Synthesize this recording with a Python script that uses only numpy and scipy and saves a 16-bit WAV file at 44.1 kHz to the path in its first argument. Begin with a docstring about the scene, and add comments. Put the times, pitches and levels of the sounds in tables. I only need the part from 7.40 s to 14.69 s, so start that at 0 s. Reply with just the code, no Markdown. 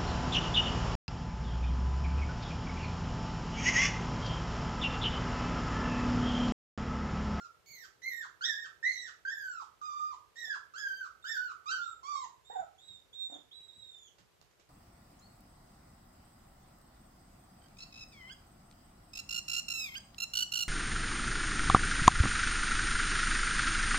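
"""Puppies whimpering in a furnished room

Tight vocal folds sing a run of high, arching whines and one yip; slack folds flap in small grunts.
Thin nasal whistles join in and outlast the whines, while paws pad and claws tick on the wooden floor.
The room rings on after each call, and its reflections interfere with the gliding tones so they flutter."""
import sys
import numpy as np
from scipy import signal
from scipy.fft import rfft, irfft
from scipy.io import wavfile
from scipy.ndimage import uniform_filter1d

SR = 44100
rng = np.random.default_rng(int(sys.argv[2]) if len(sys.argv) > 2 else 0)


def store_pcm(level_fs):
    """Save levels as 16-bit WAV."""
    pcm = np.round(np.clip(level_fs, -1, 1) * 32767).astype(np.int16)
    wavfile.write(sys.argv[1], SR, np.atleast_2d(pcm).T)


N = 321489
TIME = np.arange(N) / SR

# Levels in the tables are relative: trims, filters and the room act on them afterwards.
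# Whines: start_s, length_s, rise_s, lag_exponent (above 1 hesitates), first_hz, top_hz, late_hz,
# drop_share, dip_share, held_db, soft_start_db, accent_s, accent_db, overtones_db, strain_db,
# fall_db_per_harmonic
WHINES = [ (0.0, 0.057, 0.045, 0.92, 1405, 1424, 1333, .1, 0.0081, -50, 2, 0.031, 2.8, -63.5, 1.5, -1),
          (0.258, 0.2, 0.053, 0.75, 2200, 2241, 1786, 0.32, 0.015, -58.5, 12, 0.2, 6.9, -57.5, 0.67, 0),
          (0.617, .24, 0.062, 0.94, 1900, 2127, 1775, .52, 0.074, -44.5, 19.5, 0.037, 12.4, -59.5, 6.5, 4.5),
          (1.008, 0.26, .062, 1.5, 1436, 1898, 1867, .38, 0.12, -46, -6, 0.098, 11, -54.5, 14, 7),
          (1.427, 0.27, 0.086, 1, 1773, 2132, 1844, 0.38, 0.038, -48, 0, 0.036, 20.1, -51, 4.94, 0.5),
          (1.849, 0.38, .072, 3.93, 1582, 1819, 1225, .32, .02, -44, 5.5, 0.016, 13.2, -63, 7.2, 1.5),
          (2.413, 0.33, 0.023, 1.1, 1260, 1238, 1226, 0.25, 0.042, -42.5, 1, 0.22, 6.5, -63.5, 0.36, 0),
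          (2.956, 0.21, 0.05, 0.72, 1750, 1922, 1578, 0.46, 0.031, -44, 12.5, 0.15, 8.4, -53.5, 1.4, 3),
          (3.336, .329, 0.067, 1, 1262, 1709, 1497, .25, 0.051, -43.5, 4.5, 0.13, 7.9, -60, 7, 1.5),
          (3.84, 0.28, 0.069, 1, 1366, 1855, 1332, 0.16, 0.13, -42, 1.5, 0.14, 5.5, -60, 11.8, 2),
          (4.256, 0.23, 0.071, 2.24, 1195, 1556, 1343, 0.058, 0.05, -39.5, 14.5, 0.029, 10.3, -63, 19, 2),
          (4.629, 0.23, .08, 1.04, 1036, 1193, 991, 0.12, 0.027, -41.5, 8.5, 0.092, 5.2, -59.5, 5.8, 0.5), ]
# Course of one low, sharp yip: time_s, pitch_hz, level_db
YIP = [(5.098, 721, -42), (5.12, 959, -51), (5.145, 962, -49), (5.161, 765, -34), (5.18, 716.3, -39.5),
       (5.198, 786, -33.5), (5.219, 673, -44.5), (5.243, 622, -52.5)]
# Throat response that colours the overtones: frequency_hz, gain_db
THROAT = [(1600, 8.5), (2400, -5.5), (3500, -3.5), (4700, 0.5), (5300, 0.5), (6200, -2), (7400, -4.5),
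          (8200, -22.5), (11000, -39.5)]
# Spectrum of air rushing through the nose: frequency_hz, density_db
NOSE_AIR = [(1300, -10), (4000, 11.5), (7400, 12.5), (9000, -10.5), (15000, -37.5)]
# Very high tones that arch along with the whines: start_s, end_s, top_hz, level_db
SQUEAKS = [(0.26, 0.462, 13680, -64), (0.632, 0.819, 13070, -60), (1.013, 1.238, 12540, -66),
           (1.44, 1.69, 12660, -74.5), (1.868, 2.162, 12720, -70), (2.96, 3.133, 12760, -68.5),
           (3.358, 3.653, 12910, -69), (3.835, 4.069, 13140, -68), (4.289, 4.436, 13020, -74)]
# Treble emphasis of the squeaks: frequency_hz, gain_db
SQUEAK_COLOUR = [(11200, -31.5), (12700, -4)]
# Closed-mouth whistles: start_s, length_s, rise_s, first_hz, top_hz, late_hz, drop_share,
# level_db, loudest_s, swell_db, octave_db
WHISTLES = [ (.71, 0.12, 0.057, 3530, 3690, 3700, 0.1, -59, 0.099, 13, -64.5),
            (2.031, 0.11, .05, 3650, 3620, 3740, .02, -84, 0.099, 13, -65),
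            (3.821, .16, .06, 3635, 3688, 3607, 0.04, -57, 0.028, 9, -69.5),
            (4.408, 0.12, .07, 3326, 3768, 3774, .06, -57, 0.019, 7, -62.5),
            (4.721, 0.13, .05, 3540, 3810, 3667, 0.2, -58, 0.059, 18, -60),
            (5.041, 0.17, 0.043, 3420, 3741, 3504, 0, -56.5, 0.068, 17.5, -66.5),
            (5.376, .188, .08, 3190, 3850, 3666, .03, -53.5, 0.14, 11, -69),
            (5.725, 0.23, 0.028, 3140, 3719, 3644, 0.1, -41, 0.12, 14, -65),
            (6.108, .208, .034, 2895, 3914, 3804, 0.05, -54.5, 0.0066, 4, -77.5),
            (6.326, .36, 0.052, 3794, 3880, 3360, .14, -55, 0.14, 10.5, -69.5), ]
# Grunts: start_s, length_s, first_hz, last_hz, level_db
GRUNTS = [(3.05, 0.053, 190, 150.2, -59), (5.1, 0.096, 520, 410, -51), (5.897, 0.0923, 126, 158.5, -48.5)]
# Throat resonances in a grunt: centre_hz, bandwidth_hz, gain_db
GRUNT_FORMANTS = [(297, 34, 6.5), (592, 88, 5.5), (718, 19, 12), (1300, 350, -34)]
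# Soft paw falls: start_s, level_db
PAWS = [(0.303, -61.5), (5.188, -61.5), (5.489, -62), (6.202, -69), (6.362, -59), (6.79, -64), (6.988, -66)]
# Claw ticks and scuffs: start_s, level_db, t60_s
CLAWS = [(5.485, -57, 0.019), (6.205, -54, .022), (6.783, -53.5, 0.11), (7.014, -44, 0.011),
         (7.112, -54, 0.022), (7.197, -53, 0.1)]
# Spectrum of a claw on wood: frequency_hz, gain_db
CLAW_COLOUR = [(200, 11), (900, 5), (7500, 1), (10000, -37)]
# Reflections from floor and furniture: delay_ms, left_gain, right_gain
ECHOES = [(2.6, 0.13, 0.19), (6.3, 0.3, -0.052), (12.4, 0.82, -0.32)]
# Reverberation time: frequency_hz, t60_s
ROOM_DECAY = [(700, 0.39), (1400, 0.33), (6000, 0.32), (14000, 0.2)]
# Strength of the diffuse tail: frequency_hz, gain_db
TAIL_COLOUR = [(750, -10.5), (1400, -0.5), (6000, -4), (13000, 2.5)]
# Balance of the two microphones: frequency_hz, left_minus_right_db
MIC_BALANCE = [(100, -5), (280, -8), (450, -6), (750, -8), (1300, -7.5), (3400, -7.5), (5500, -13),
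               (9000, -18), (12500, 8.5)]
# Spectrum of the quiet room: frequency_hz, density_db
HUSH_COLOUR = [(20, -36), (48, 4), (120, 1.5), (240, -8.5), (400, 0), (560, -3.5), (3600, -12.5),
               (7100, -16.5), (11800, -23.5), (12800, -17.5), (15500, -33.5)]
# Balance of the room noise: frequency_hz, left_minus_right_db
HUSH_BALANCE = [(60, -15.5), (180, -1), (550, 5), (1650, -2), (5000, -3), (13000, 3)]


def whines(trim_db=-1, quiver=0.005, flicker_db=3.8):
    """Source and filter: tight folds vibrate almost sinusoidally; the throat colours their overtones."""
    cries = [whine_shape(*row) for row in WHINES]
    calls = cries + [yip_shape()]
    gate, hz, db, overtones_db, fall_db = controls(calls, attack_s=0.0023)
    bloom = controls(calls, attack_s=0.0159)[0]  # overtones bloom just after the fundamental
    pressed = gain_of(overtones_db) * bloom
    catch = np.maximum(gate - bloom, 0)  # the folds start with a brief rough catch
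    # The faster the pitch drops, the slacker the folds: they flap roughly and let air escape.
    drop_rate = -np.gradient(np.log(hz)) * SR * (gate > 0)
    slack = uniform_filter1d(np.clip((drop_rate - 2) / 6, 0, 1), size=400)
    jitter = 0.0046 + 0.013 * pressed + 0.028 * (slack + catch)
    phase = phase_of(hz * (1 + quiver * waver(rate_hz=28)), jitter, jitter_hz=192.4)
    voice = np.sin(phase)
    for k in range(2, 9):
        slope_db = fall_db * (k - 3) + 2 * slack * (k - 2)
        harmonic_db = spectrum_at(THROAT, k * hz) - slope_db + flicker_db * waver(rate_hz=52)
        voice += pressed * gain_of(harmonic_db) * np.sin(k * phase)
    voice *= gain_of(db + trim_db)
    whining = controls(cries)[0]  # the yip has no puff or catch of air
    air = nose_air(pressed * gain_of(db), slack * whining, catch * whining)
    return gate * np.sqrt(2) * (voice + squeaks(phase)) + air


def whine_shape(start, length, rise, lag, first_hz, top_hz, late_hz, drop, dip,
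                held_db, soft_db, accent_s, accent_db, overtones_db, strain_db, fall_db):
    """Strain brightens a cry near its top. Rows: time_s, pitch_hz, level_db, overtones_re_db, fall_db."""
    t = np.linspace(0, length, 100)
    starting = np.maximum(1 - t / rise, 0)
    ending = collapse(t, collapse_s=0.017)
    hz = cry_pitch(t, rise, lag, first_hz, top_hz, late_hz, dip) * (1 - drop * ending)
    db = held_db + accent_db * bell(t, accent_s, width=0.036) - soft_db * starting - 3.5 * ending
    dull_db = 6 * starting + 6.5 * t / length + 6.5 * ending
    bright_db = overtones_db + strain_db * bell(t, 0.75 * rise, width=0.062) - dull_db
    return np.column_stack([start + t, hz, db, bright_db - db, np.full_like(t, fall_db)])


def cry_pitch(t, rise, lag, first_hz, top_hz, late_hz, dip=0):
    """Frequency glide: the fundamental scoops to its top, then drifts to its late pitch through a dip."""
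    climb = np.sin(np.pi / 2 * np.minimum(t / rise, 1) ** lag)
    sag = np.clip((t - rise) / (t[-1] - rise), 0, 1)
    hz = first_hz + (top_hz - first_hz) * climb + (late_hz - top_hz) * sag
    return hz * (1 - dip * bell(sag, centre=0.33, width=0.19))


def collapse(t, collapse_s):
    """Exponential growth to 1 describes the voice giving way as a call runs out."""
    return np.exp((t - t[-1]) / collapse_s)


def yip_shape(overtones_db=-78.5, fall_db=11.5):
    """A steep harmonic roll-off leaves the yip nearly pure. Rows as for a whine."""
    return [(s, hz, db, overtones_db - db, fall_db) for s, hz, db in YIP]


def nose_air(pressed, slack, catch, hiss_db=-13, puff_db=-61, puff_s=0.013, catch_db=-65):
    """Turbulent airflow: a pressed voice hisses, and slack folds release a puff that outlasts the tone."""
    retention = np.exp(-1 / (puff_s * SR))
    puff = signal.lfilter([1 - retention], [1, -retention], slack)
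    envelope = pressed * gain_of(hiss_db) + puff * gain_of(puff_db) + catch * gain_of(catch_db)
    return envelope * unit_rms(coloured(rng.standard_normal(N), NOSE_AIR))


def squeaks(fold_phase):
    """Amplitude modulation: the folds pulse a far higher tone, giving it sidebands."""
    gate, hz, db = controls([squeak_shape(*row) for row in SQUEAKS])
    tone = gate * gain_of(db) * np.sin(phase_of(hz, jitter=0.0038, jitter_hz=48.13))
    return coloured(tone * (1 + 0.5 * np.cos(fold_phase)), SQUEAK_COLOUR)


def squeak_shape(start, end, top_hz, level_db, fade_db=9):
    """A skewed arch rises quickly and sinks slowly. Rows: time_s, pitch_hz, level_db."""
    progress = np.linspace(0, 1, 20)
    below_top = 1 - np.sin(np.pi * progress ** 0.7)
    hz = top_hz * (1 - 0.042 * below_top)
    return np.column_stack([start + progress * (end - start), hz, level_db - fade_db * below_top])


def whistles():
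    """Superposition of a fundamental and its octave makes a thin nasal tone."""
    gate, hz, db, octave_db = controls([whistle_shape(*row) for row in WHISTLES], attack_s=0.011)
    phase = phase_of(hz, jitter=0.0013, jitter_hz=160)
    tone = np.sin(phase) + gain_of(octave_db) * np.sin(2 * phase)
    return np.sqrt(2) * gate * gain_of(db) * tone


def whistle_shape(start, length, rise, first_hz, top_hz, late_hz, drop,
                  level_db, loudest_s, swell_db, octave_db, lag=0.85, growth_db=7.5):
    """The envelope swells once as the octave grows. Rows: time_s, pitch_hz, level_db, octave_re_db."""
    t = np.linspace(0, length, 100)
    ending = collapse(t, collapse_s=0.01)
    hz = cry_pitch(t, rise, lag, first_hz, top_hz, late_hz) * (1 - drop * ending)
    db = level_db - swell_db * (1 - bell(t, loudest_s, width=0.33 * length))
    growing_db = octave_db + growth_db * (t / length - 0.5)
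    return np.column_stack([start + t, hz, db, growing_db - db])


def grunts(breathiness=0.0027, cutoff_hz=1600):
    """Formant resonance: uneven pulses from slack folds excite a nearly closed throat."""
    gate, hz, db = controls([grunt_shape(*row) for row in GRUNTS])
    cycles = phase_of(hz, jitter=0.049, jitter_hz=87.2) // (2 * np.pi)
    flaps = np.diff(cycles, prepend=0) + breathiness * rng.standard_normal(N)
    throat = sum(gain_of(gain_db) * signal.lfilter(*signal.iirpeak(centre, centre / width, SR), flaps)
                 for centre, width, gain_db in GRUNT_FORMANTS)
    muffled = signal.sosfilt(signal.butter(4, cutoff_hz, fs=SR, output="sos"), throat)
    return gate * gain_of(db) * unit_rms(muffled)


def grunt_shape(start, length, first_hz, last_hz, level_db, throb_hz=31.6, throb_db=21.5):
    """Amplitude modulation makes a short glide throb. Rows: time_s, pitch_hz, level_db."""
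    t = np.linspace(0, length, 50)
    hz = first_hz + (last_hz - first_hz) * t / length
    db = level_db - throb_db * np.sin(np.pi * throb_hz * t) ** 2
    return np.column_stack([start + t, hz, db])


def steps(board_hz=125, paw_t60_s=0.33, trim_db=-1):
    """Damped impacts: soft pads thump the boards in a low band; hard claws tick over a broad one."""
    mix, t = np.zeros(N), np.arange(8192) / SR
    boards = signal.butter(3, [board_hz / 1.6, board_hz * 1.6], "band", fs=SR, output="sos")
    for start, db in PAWS:
        thump = signal.sosfilt(boards, rng.standard_normal(len(t)) * gain_of(-60 * t / paw_t60_s))
        add(mix, start, gain_of(db + trim_db) * thump / abs(thump).max())
    for start, db, t60_s in CLAWS:
        tick = coloured(rng.standard_normal(len(t)), CLAW_COLOUR) * gain_of(-60 * t / t60_s)
        add(mix, start, gain_of(db + trim_db) * tick / abs(tick).max())
    return mix


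def room(sound, build_s=0.01):
    """Convolution gives the direct sound, early reflections and a diffuse tail that dies band by band."""
    hz, t, bands = signal.stft(rng.standard_normal((2, SR * 3 // 4)), SR, nperseg=256)
    decay = gain_of(-60 * t / spectrum_at(ROOM_DECAY, hz)[:, None])
    tail = signal.istft(bands * decay * np.minimum(t / build_s, 1), SR, nperseg=256)[1]
    response = coloured(tail / np.linalg.norm(tail[0]), TAIL_COLOUR)[:, :SR // 2]
    response[:, 0] += 1  # direct path
    for delay_ms, left, right in ECHOES:
        response[:, round(delay_ms * SR / 1000)] += [left, right]
    return signal.fftconvolve(sound[None], response, axes=1)[:, :N]


def hush(level_db=-70, shared_gain=0.34):
    """Partial coherence: some of the faint, steady room noise is common to both microphones."""
    noise = rng.standard_normal((2, N)) + shared_gain * rng.standard_normal(N)
    return gain_of(level_db) * balanced(unit_rms(coloured(noise, HUSH_COLOUR)), HUSH_BALANCE)


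def controls(calls, attack_s=0.0015, release_s=0.0028):
    """Interpolation joins calls into one gate and a smoothed curve for each column after time."""
    times, *columns = np.concatenate(calls).T
    ramps = [np.minimum((TIME - call[0][0]) / attack_s, (call[-1][0] - TIME) / release_s + 0.5)
             for call in calls]
    sounding = sum(np.clip(ramp, 0, 1) for ramp in ramps)
    gate = np.sin(np.pi / 2 * np.minimum(sounding, 1)) ** 2
    return gate, *(uniform_filter1d(np.interp(TIME, times, column), size=400) for column in columns)


def phase_of(hz, jitter, jitter_hz):
    """Phase is the integral of frequency, which here trembles by the rms fraction jitter."""
    return 2 * np.pi * np.cumsum(hz * (1 + jitter * waver(jitter_hz))) / SR


def waver(rate_hz, size=32768):
    """Low-pass filtered noise gives a smooth random fluctuation of rms 1."""
    hz = np.fft.rfftfreq(size, N / SR / size)
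    slow = irfft(rfft(rng.standard_normal(size)) / (1 + (hz / rate_hz) ** 4), size)
    return np.interp(TIME, np.linspace(0, N / SR, size), unit_rms(slow))


def balanced(pair, points):
    """Constant-power panning shares each band between left and right."""
    ratio = gain_of(spectrum_at(points, np.fft.rfftfreq(N, 1 / SR)))
    gains = np.array([ratio, np.ones_like(ratio)]) * np.sqrt(2 / (1 + ratio ** 2))
    return irfft(rfft(pair) * gains, N)


def coloured(x, points):
    """Filtering multiplies the spectrum by a response given in dB."""
    hz = np.fft.rfftfreq(x.shape[-1], 1 / SR)
    return irfft(rfft(x) * gain_of(spectrum_at(points, hz)), x.shape[-1])


def spectrum_at(points, hz):
    """Interpolation on a log-frequency axis."""
    known_hz, values = np.transpose(points)
    return np.interp(np.log(hz + 1), np.log(known_hz + 1), values)


def bell(x, centre, width):
    """A Gaussian of height 1."""
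    return np.exp(-((x - centre) / width) ** 2)


def gain_of(db):
    """Decibels to amplitude."""
    return 10 ** (np.asarray(db) / 20)


def unit_rms(x):
    """Normalisation to rms 1."""
    return x / np.sqrt(np.mean(x ** 2) + 1e-20)


def add(mix, start_s, sound):
    """Superposition of a sound on the mix."""
    part = mix[max(round(start_s * SR), 0):][:len(sound)]
    part += sound[:len(part)]


def scene(lead_ms=0.45):
    """Arrival-time difference: the dogs share one room, and their sound reaches the left side first."""
    left, right = room(whines() + whistles() + grunts() + steps())
    right = np.interp(TIME - lead_ms / 1000, TIME, right, left=0)
    return balanced(np.array([left, right]), MIC_BALANCE) + hush()


def record(dry):
    """Band limiting: a linear-phase low-pass filter removes the highest treble."""
    lowpass = signal.firwin(511, cutoff=15720, window=("kaiser", 9), fs=SR)
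    return signal.oaconvolve(dry, lowpass[None], "same")


dry = scene()
out = record(dry)
store_pcm(out)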